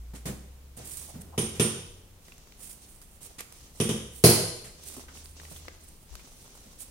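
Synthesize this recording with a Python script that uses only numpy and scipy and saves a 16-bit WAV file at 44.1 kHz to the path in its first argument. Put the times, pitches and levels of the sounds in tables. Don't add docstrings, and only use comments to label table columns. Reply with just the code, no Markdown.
import sys
import numpy as np
from scipy import signal
from scipy.fft import rfft, irfft, next_fast_len
from scipy.io import wavfile
from scipy.ndimage import uniform_filter1d

SR = 44100
rng = np.random.default_rng(int(sys.argv[2]) if len(sys.argv) > 2 else 0)


def persist_wave(psi):
    counts = np.round(np.clip(psi, -1, 1) * 32767).astype(np.int16)
    wavfile.write(sys.argv[1], SR, np.atleast_2d(counts).T)


N = 304290
T = np.arange(N) / SR
AFTER = T[:SR]
BRIEF = SR // 3

# f/Hz, t60/s
WORKSHOP_T60 = [(100, 0.77), (250, 0.49), (500, 0.76), (2000, 0.65), (5000, 0.79), (9000, 0.64),
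                (15000, 0.3)]
# f/Hz, level/dB
AIR_SPECTRUM = [(12, -48), (20, 2), (70, -2), (96, -10.5), (138, -9.5), (177, -11.5), (337, -18),
                (410, -18.5), (923, -24), (1660, -28.5), (2670, -28), (3440, -29), (4540, -30),
                (6360, -29.5), (16000, -31.5)]
# f/Hz, balance/dB
AIR_BALANCE = [(60, 3), (110, 0.5), (200, 0.5), (380, 0.5), (700, 1.5), (1290, 0), (2380, 0), (4400, 4.5),
               (8120, -6.5), (15000, -9)]
# start/s, end/s, first firing rate/Hz, rise/(Hz per s)
ENGINE_CLIMBS = [(0, 2.2, 56.1, 17.5), (3.5, 6.1, 58.8, 9)]
# t/s, level/dB
ENGINE_LEVELS = [
    [(0, -38), (.9, -51.5), (1.55, -44.5), (2.6, -67)],
    [(3.5, -65), (4, -46), (4.75, -60), (5.1, -50), (5.65, -46.5), (6.1, -84)],
]

# t/s, thud/dB, clatter/dB, ring/dB, heaviness/(0-1)
TOOL_STROKES = [(1.3785, -2.5, -3.5, -1.5, 0.19), (1.5968, 2, 1.5, 3, 0.21), (3.8011, -0.5, -2.5, -7, 0.1),
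                (3.891, -3.5, -6, -25, 0), (4.2389, 12, 11.5, 3, 0.8), (4.257, -6, 3.5, -7, 0.89),
                (4.289, -9.5, 0.5, 0.5, 0.9)]
# f/Hz, level/dB, t60/s, extra under a heavy stroke/dB
BENCH_MODES = [(129.6, -4.5, 0.048, 3.5), (150, -2, 0.053, -3.5), (168.3, -10.5, 0.17, -2),
               (212.8, -2, 0.093, -12), (310, -7, 0.019, -4), (362.8, -6, 0.092, 1), (410, -2, 0.067, 1.5),
               (454, -7.5, 0.071, 1.5), (544, -23.5, 0.34, -8.5), (663, -18.5, 0.054, 11.5)]
# delay/s, gain
BENCH_ECHOES = [(.0048, 0.16), (0.0192, 0.14), (0.0259, .45), (.05, 0.43)]
# f/Hz, level/dB, t60/s, extra under a heavy stroke/dB
STEEL_MODES = [(3210, -7, 0.12, -3), (3140, -20, 0.2, -3), (3385, -14, 0.1, -7), (4050, -35.5, 0.74, 22),
               (4430, -35, 0.35, 16), (4600, -42.5, .4, 11), (5000, -30.5, 0.21, 20),
               (5310, -26.5, 0.22, 22.5), (5970, -16, 0.35, 3), (8790, 3.5, 0.31, -0.5),
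               (10430, 1.5, 0.12, 8), (10350, -2, 0.18, -2), (10750, -16, .4, 9), (11300, -11.5, 0.14, 19)]
# f/Hz, level after a light stroke/dB, level after a heavy one/dB
CLATTER_SPECTRA = [(200, -32, -23), (574, -8, 4.5), (1160, -2.5, -5.5), (1574, -7, -6.5), (2710, -1.5, -5),
                   (3180, 4, -6), (3850, -3.5, -10), (4170, -15, 8.5), (5670, -1, -3.5), (7900, -8, -5),
                   (8760, 0, 0.5), (11620, -5, 0.5), (11306, -16, -15.5), (15500, -19, -3.5)]
# f/Hz, balance/dB
KNOCK_BALANCE = [(100, 0), (400, 0.5), (2500, 1), (4000, 2.5), (5500, 5.5), (7000, 2), (8300, -16),
                 (10000, -15.5), (12500, -12), (15500, -10)]

# start/s, length/s, share spent speeding up/(0-1), level/dB
ARM_STROKES = [(.77, 0.12, 0, -54.5), (.92, 0.27, 0.5, -54), (2.2, 0.87, 0.1, -62.5),
               (2.595, 0.11, 0, -61.5), (2.81, 0.052, .4, -56.5), (3.207, 0.16, 0.02, -55),
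               (3.48, 0.28, .3, -58), (3.72, .1, .7, -57), (4.72, 0.35, 0.71, -50), (5.075, 0.25, 0.2, -54),
               (5.35, 0.53, 0.04, -54.5), (5.8, 0.19, 0.04, -61), (6.07, 0.6, 0, -57), (6.36, 1, 0.13, -59)]
# f/Hz, level/dB
SLEEVE_SPECTRUM = [(200, 9), (450, 7.5), (900, -6), (1800, -2), (3000, 3), (3900, 4.5), (4900, 4.5),
                   (6000, 8.5), (9000, -1.5), (15000, -19)]
# f/Hz, level/dB
CRINKLE_SPECTRUM = [(300, -3.5), (900, 6), (2200, -2.5), (4500, -19), (9000, 3.5), (15500, -15.5)]
# centre/s, length/s, f/Hz, level/dB
POUCH_HOOTS = [(.8, 0.055, 516, -47.5), (1.096, .05, 666, -49.5), (1.166, 0.027, 172, -39.5),
               (1.201, 0.026, 170, -46), (1.342, 0.05, 800, -47.5), (3.311, 0.023, 676, -55),
               (4.982, 0.0412, 253, -46.5), (5.684, 0.0116, 397, -41.5), (6.135, .1, 45, -42.5)]
# t/s, level/dB, centre/Hz, t60/s
PAPER_TICKS = [(2.283, -45, 1940, 0.017), (2.321, -45.5, 2680, 0.022), (2.38, -47.5, 7200, 0.023),
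               (2.5222, -46, 2940, 0.016), (3.016, -48, 9250, 0.1), (3.394, -32, 2570, 0.0044),
               (3.404, -40, 2440, 0.079), (3.407, -28, 8600, 0.014), (3.5243, -37.5, 8660, 0.01),
               (5.0833, -48, 1480, 0.15), (5.1733, -43, 3550, 0.02), (5.258, -38, 5100, 0.0054),
               (5.3992, -39, 1950, 0.016), (5.4515, -42.5, 1940, 0.029), (5.562, -43.5, 3420, 0.049),
               (5.6823, -35, 2040, 0.021), (6.1538, -34, 5470, 0.012), (6.194, -50, 2280, 0.087)]
# t/s, body/dB, rustle/dB, t60/s
POUCH_FLAPS = [(0.134, -41, -54, 0.18), (0.147, -53, -40, 0.16), (0.2536, -30, -31.5, 0.2),
               (.283, -32.5, -51, 0.26), (.768, -47.5, -49.5, 0.92), (1.138, -45, -77, 0.9),
               (1.549, -47, -42, 0.23), (3.382, -47, -33, 0.13), (4.639, -49, -41.5, 0.29),
               (4.977, -37, -66, 0.044), (5.513, -36.5, -45, 0.072), (6.651, -51.5, -90, 0.25)]
# f/Hz, level/dB
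BODY_SPECTRUM = [(50, -10), (120, 5.5), (210, 4.5), (300, -1.5), (520, -5.5), (1100, -15.5), (3000, -24)]
# f/Hz, level/dB
RUSTLE_SPECTRUM = [(300, -23), (900, -2.5), (2200, 2), (4500, -2.5), (9000, 4), (12000, -4.5), (15500, -16)]
# start/s, length/s, share spent speeding up/(0-1), level/dB
POUCH_SLIDES = [(.764, 0.031, 0.4, -49), (.83, .3, 0.35, -42), (1.09, 0.05, 0, -65),
                (1.203, 0.021, 0.7, -48), (2.2, 0.18, .45, -61.5), (2.57, .23, 0.3, -48.5),
                (2.8, 0.47, 0.1, -57), (3.205, 0.081, 0.36, -43.5), (3.515, 0.29, 0, -59),
                (3.73, .09, .6, -55), (4.11, 0.14, .45, -47), (4.81, 0.25, 0.12, -48),
                (5.135, 0.26, 0, -55), (5.37, 0.25, 0.73, -53.5), (5.79, 0.36, 0.15, -60.5),
                (6.1, 1, 0.23, -60), (6.785, 0.069, 0.25, -45)]
# f/Hz, level/dB
SLIDE_SPECTRUM = [(1500, -12), (2500, -7), (5200, -5.5), (6600, -1.5), (9200, 9), (11500, -0.5),
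                  (15500, -1.5)]
# f/Hz, balance/dB
PAPER_BALANCE = [(60, 20), (110, -2.5), (200, -1), (380, 1.5), (700, -1), (1290, 3), (2380, -1),
                 (4400, 6.5), (8120, -7.5), (15000, -20)]


def undb(db):
    return 10 ** (np.asarray(db) / 20)


def along(points, hz):
    f, value = np.transpose(points)
    return np.interp(np.log(hz + 1), np.log(f), value)


def shape(x, gain):
    size = next_fast_len(x.shape[-1] + 4096)
    return irfft(rfft(x, size) * gain(np.fft.rfftfreq(size, 1 / SR)), size)[..., :x.shape[-1]]


def noise(spectrum, size, alike_below_hz=560):
    length = next_fast_len(size)
    f = np.fft.rfftfreq(length, 1 / SR)
    alike = 1 / (1 + (f / alike_below_hz) ** 2)
    coloured = rfft(rng.standard_normal((2, length))) * undb(along(spectrum, f))
    mid, side = coloured * np.sqrt([1 + alike, 1 - alike])
    x = irfft(np.array([mid + side, mid - side]), length)[:, :size]
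    return x / x.std()


def flicker(rate_hz, depth_db, size=N):
    steps = rng.standard_normal(size // 8)
    gain = np.interp(T[:size] * rate_hz, np.arange(len(steps)), undb(depth_db * steps))
    return gain / np.sqrt(np.mean(gain ** 2))


def onset(rise_s):
    return 1 - np.exp(-AFTER / rise_s)


def fade(t60):
    return np.exp(-np.log(1000) * AFTER / max(t60, 1e-3))


def add(out, s, x):
    i = max(int(s * SR), 0)
    out[:, i:i + x.shape[-1]] += x[..., :N - i]


def at_microphone(x, balance):
    sides = np.array([[-2], [2]])
    return shape(x, lambda f: np.sqrt(2 / (1 + undb(sides * along(balance, f)))))


def workshop(build_s=0.0018):
    centres = 62.5 * 2 ** np.arange(9)
    echoes = noise([(20, 0), (20000, 0)], SR)
    tail = np.zeros((2, SR))
    for hz, weights in zip(centres, np.eye(len(centres))):
        octave = shape(echoes, lambda f: along(np.c_[centres, weights], f))
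        tail += octave * fade(along(WORKSHOP_T60, hz))
    response = rfft(tail * onset(build_s))
    colour = np.sqrt(uniform_filter1d(np.abs(response) ** 2, size=41))
    return irfft(response / colour)[:, :SR * 3 // 4]


def reverb(x, room):
    return signal.fftconvolve(np.atleast_2d(x), room, axes=1)[:, :x.shape[-1]]


def room_tone(level_db=-54):
    return at_microphone(undb(level_db) * noise(AIR_SPECTRUM, N), AIR_BALANCE)


def distant_engine(top_hz=93, overtone_db=-24):
    out = np.zeros(N)
    for (start, end, start_hz, rise), levels in zip(ENGINE_CLIMBS, ENGINE_LEVELS):
        during = (T >= start) & (T < end)
        t = T[during]
        firing_hz = np.minimum(start_hz + rise * (t - start), top_hz)
        phase = 2 * np.pi * np.cumsum(firing_hz) / SR
        swell = undb(np.interp(t, *np.transpose(levels)))
        out[during] += swell * (np.sin(phase) + undb(overtone_db) * np.sin(2 * phase))
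    return out


def ring(modes, heavy):
    return sum(undb(db + heavy * extra) * np.sin(2 * np.pi * hz * AFTER) * fade(t60)
               for hz, db, t60, extra in modes)


def bench_thud(heavy, room, give_s=0.0042, level_db=-12.5, room_db=-4, lowest_hz=85):
    low_cut = signal.butter(3, lowest_hz, "high", fs=SR, output="sos")
    boom = signal.sosfilt(low_cut, ring(BENCH_MODES, heavy) * onset(give_s))
    echoes = sum(gain * np.interp(AFTER - lag, AFTER, boom, left=0) for lag, gain in BENCH_ECHOES)
    return undb(level_db) * (boom + echoes + undb(room_db) * reverb(boom, room))


def clatter(heavy, room, t60=0.22, level_db=-24, room_db=-1, heavy_room_db=2):
    spectrum = [(hz, light + heavy * (hard - light)) for hz, light, hard in CLATTER_SPECTRA]
    burst = noise(spectrum, SR) * fade(t60)
    return undb(level_db) * (burst + undb(room_db + heavy * heavy_room_db) * reverb(burst, room))


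def steel_ring(heavy, room, level_db=-28.5, room_db=-7):
    tones = [ring([mode], heavy) for mode in STEEL_MODES]
    steel = np.array([sum(tone * flicker(rate_hz=150, depth_db=5, size=SR) for tone in tones)
                      for side in range(2)])
    return undb(level_db) * (steel + undb(room_db) * reverb(steel, room))


def tool_knocks(room, ring_lag_s=0.0091):
    out = np.zeros((2, N))
    for s, thud_db, clatter_db, ring_db, heavy in TOOL_STROKES:
        add(out, s, undb(thud_db) * bench_thud(heavy, room))
        add(out, s, undb(clatter_db) * clatter(heavy, room))
        add(out, s + ring_lag_s, undb(ring_db) * steel_ring(heavy, room))
    return at_microphone(out, KNOCK_BALANCE)


def hand_motion(strokes, curve):
    power = np.zeros(N)
    for s, length, rise, db in strokes:
        crest_s = s + length * np.clip(rise, .05, .95)
        turn = np.interp(T, [s, crest_s, s + length], [0, 1, 2])
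        speed = np.abs(np.sin(np.pi / 2 * turn))
        power += undb(2 * db) * speed ** (2 * curve)
    return np.sqrt(power)


def sleeve():
    brush = noise(SLEEVE_SPECTRUM, N) * flicker(rate_hz=67, depth_db=2)
    return hand_motion(ARM_STROKES, curve=0.72) * brush


def crinkles(per_s=45, spread_db=3, level_db=-7):
    gives_way = rng.random(N) < per_s / SR
    snaps = gives_way * undb(spread_db * np.minimum(rng.exponential(size=N), 3))
    crease = noise(CRINKLE_SPECTRUM, BRIEF) * fade(t60=.008)[:BRIEF]
    crackle = reverb(snaps, crease)
    return undb(level_db) * hand_motion(ARM_STROKES, curve=0.9) * crackle / crackle.std()


def hoots(skirt_ratio=1.73, skirt_db=-18):
    out = np.zeros((2, N))
    for s, length, hz, db in POUCH_HOOTS:
        swell = np.hanning(int(length * SR))
        resonance = [(hz / 3, -60), (hz / skirt_ratio, skirt_db), (hz, 0),
                     (hz * skirt_ratio, skirt_db), (hz * 3, -60)]
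        tone = noise(resonance, BRIEF)[:, :len(swell)]
        add(out, s - length / 2, undb(db) * swell * tone / tone.std())
    return out


def ticks(sheet_hz=450, sheet_db=-3, skirt_db=-6, top_db=-21, ring_gain=0.33):
    out = np.zeros((2, N))
    for s, db, hz, t60 in PAPER_TICKS:
        sheet = [(100, -20), (sheet_hz, sheet_db)]
        crease = [(hz / 2, skirt_db), (hz, 0), (hz * 1.45, skirt_db), (hz * 6, top_db)]
        snap = noise(sorted(sheet + crease), BRIEF)
        tone = ring_gain * np.sin(2 * np.pi * hz * T[:BRIEF])
        add(out, s, undb(db) * (snap + tone) * fade(t60)[:BRIEF])
    return out


def flaps(body_rise_s=0.0028, rustle_rise_s=0.0091):
    out = np.zeros((2, N))
    for s, body_db, rustle_db, t60 in POUCH_FLAPS:
        body = undb(body_db) * noise(BODY_SPECTRUM, BRIEF) * onset(body_rise_s)[:BRIEF]
        skin = noise(RUSTLE_SPECTRUM, BRIEF) * flicker(rate_hz=930, depth_db=-0.5, size=BRIEF)
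        rustle = undb(rustle_db) * skin * onset(rustle_rise_s)[:BRIEF]
        add(out, s, (body + rustle) * fade(t60)[:BRIEF])
    return out


def sliding_pouches(level_db=2):
    hiss = noise(SLIDE_SPECTRUM, N)
    for rate_hz, depth_db in [(910, 1.5), (160, 2.5), (35, 2.2)]:
        hiss *= flicker(rate_hz, depth_db)
    return undb(level_db) * hand_motion(POUCH_SLIDES, curve=.8) * hiss


def scene(paper_room_db=-8):
    room = workshop()
    close = sliding_pouches() + sleeve() + crinkles() + flaps() + ticks() + hoots()
    paper = at_microphone(close + undb(paper_room_db) * reverb(close, room), PAPER_BALANCE)
    return room_tone() + distant_engine() + tool_knocks(room) + paper


def record(dry, ceiling=.88, top_hz=15780):
    rounded = dry / (1 + (dry / ceiling) ** 6) ** (1 / 6)
    high_cut = signal.ellip(10, .2, 80, top_hz, fs=SR, output="sos")
    return signal.sosfilt(high_cut, rounded)


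dry = scene()
out = record(dry)
persist_wave(out)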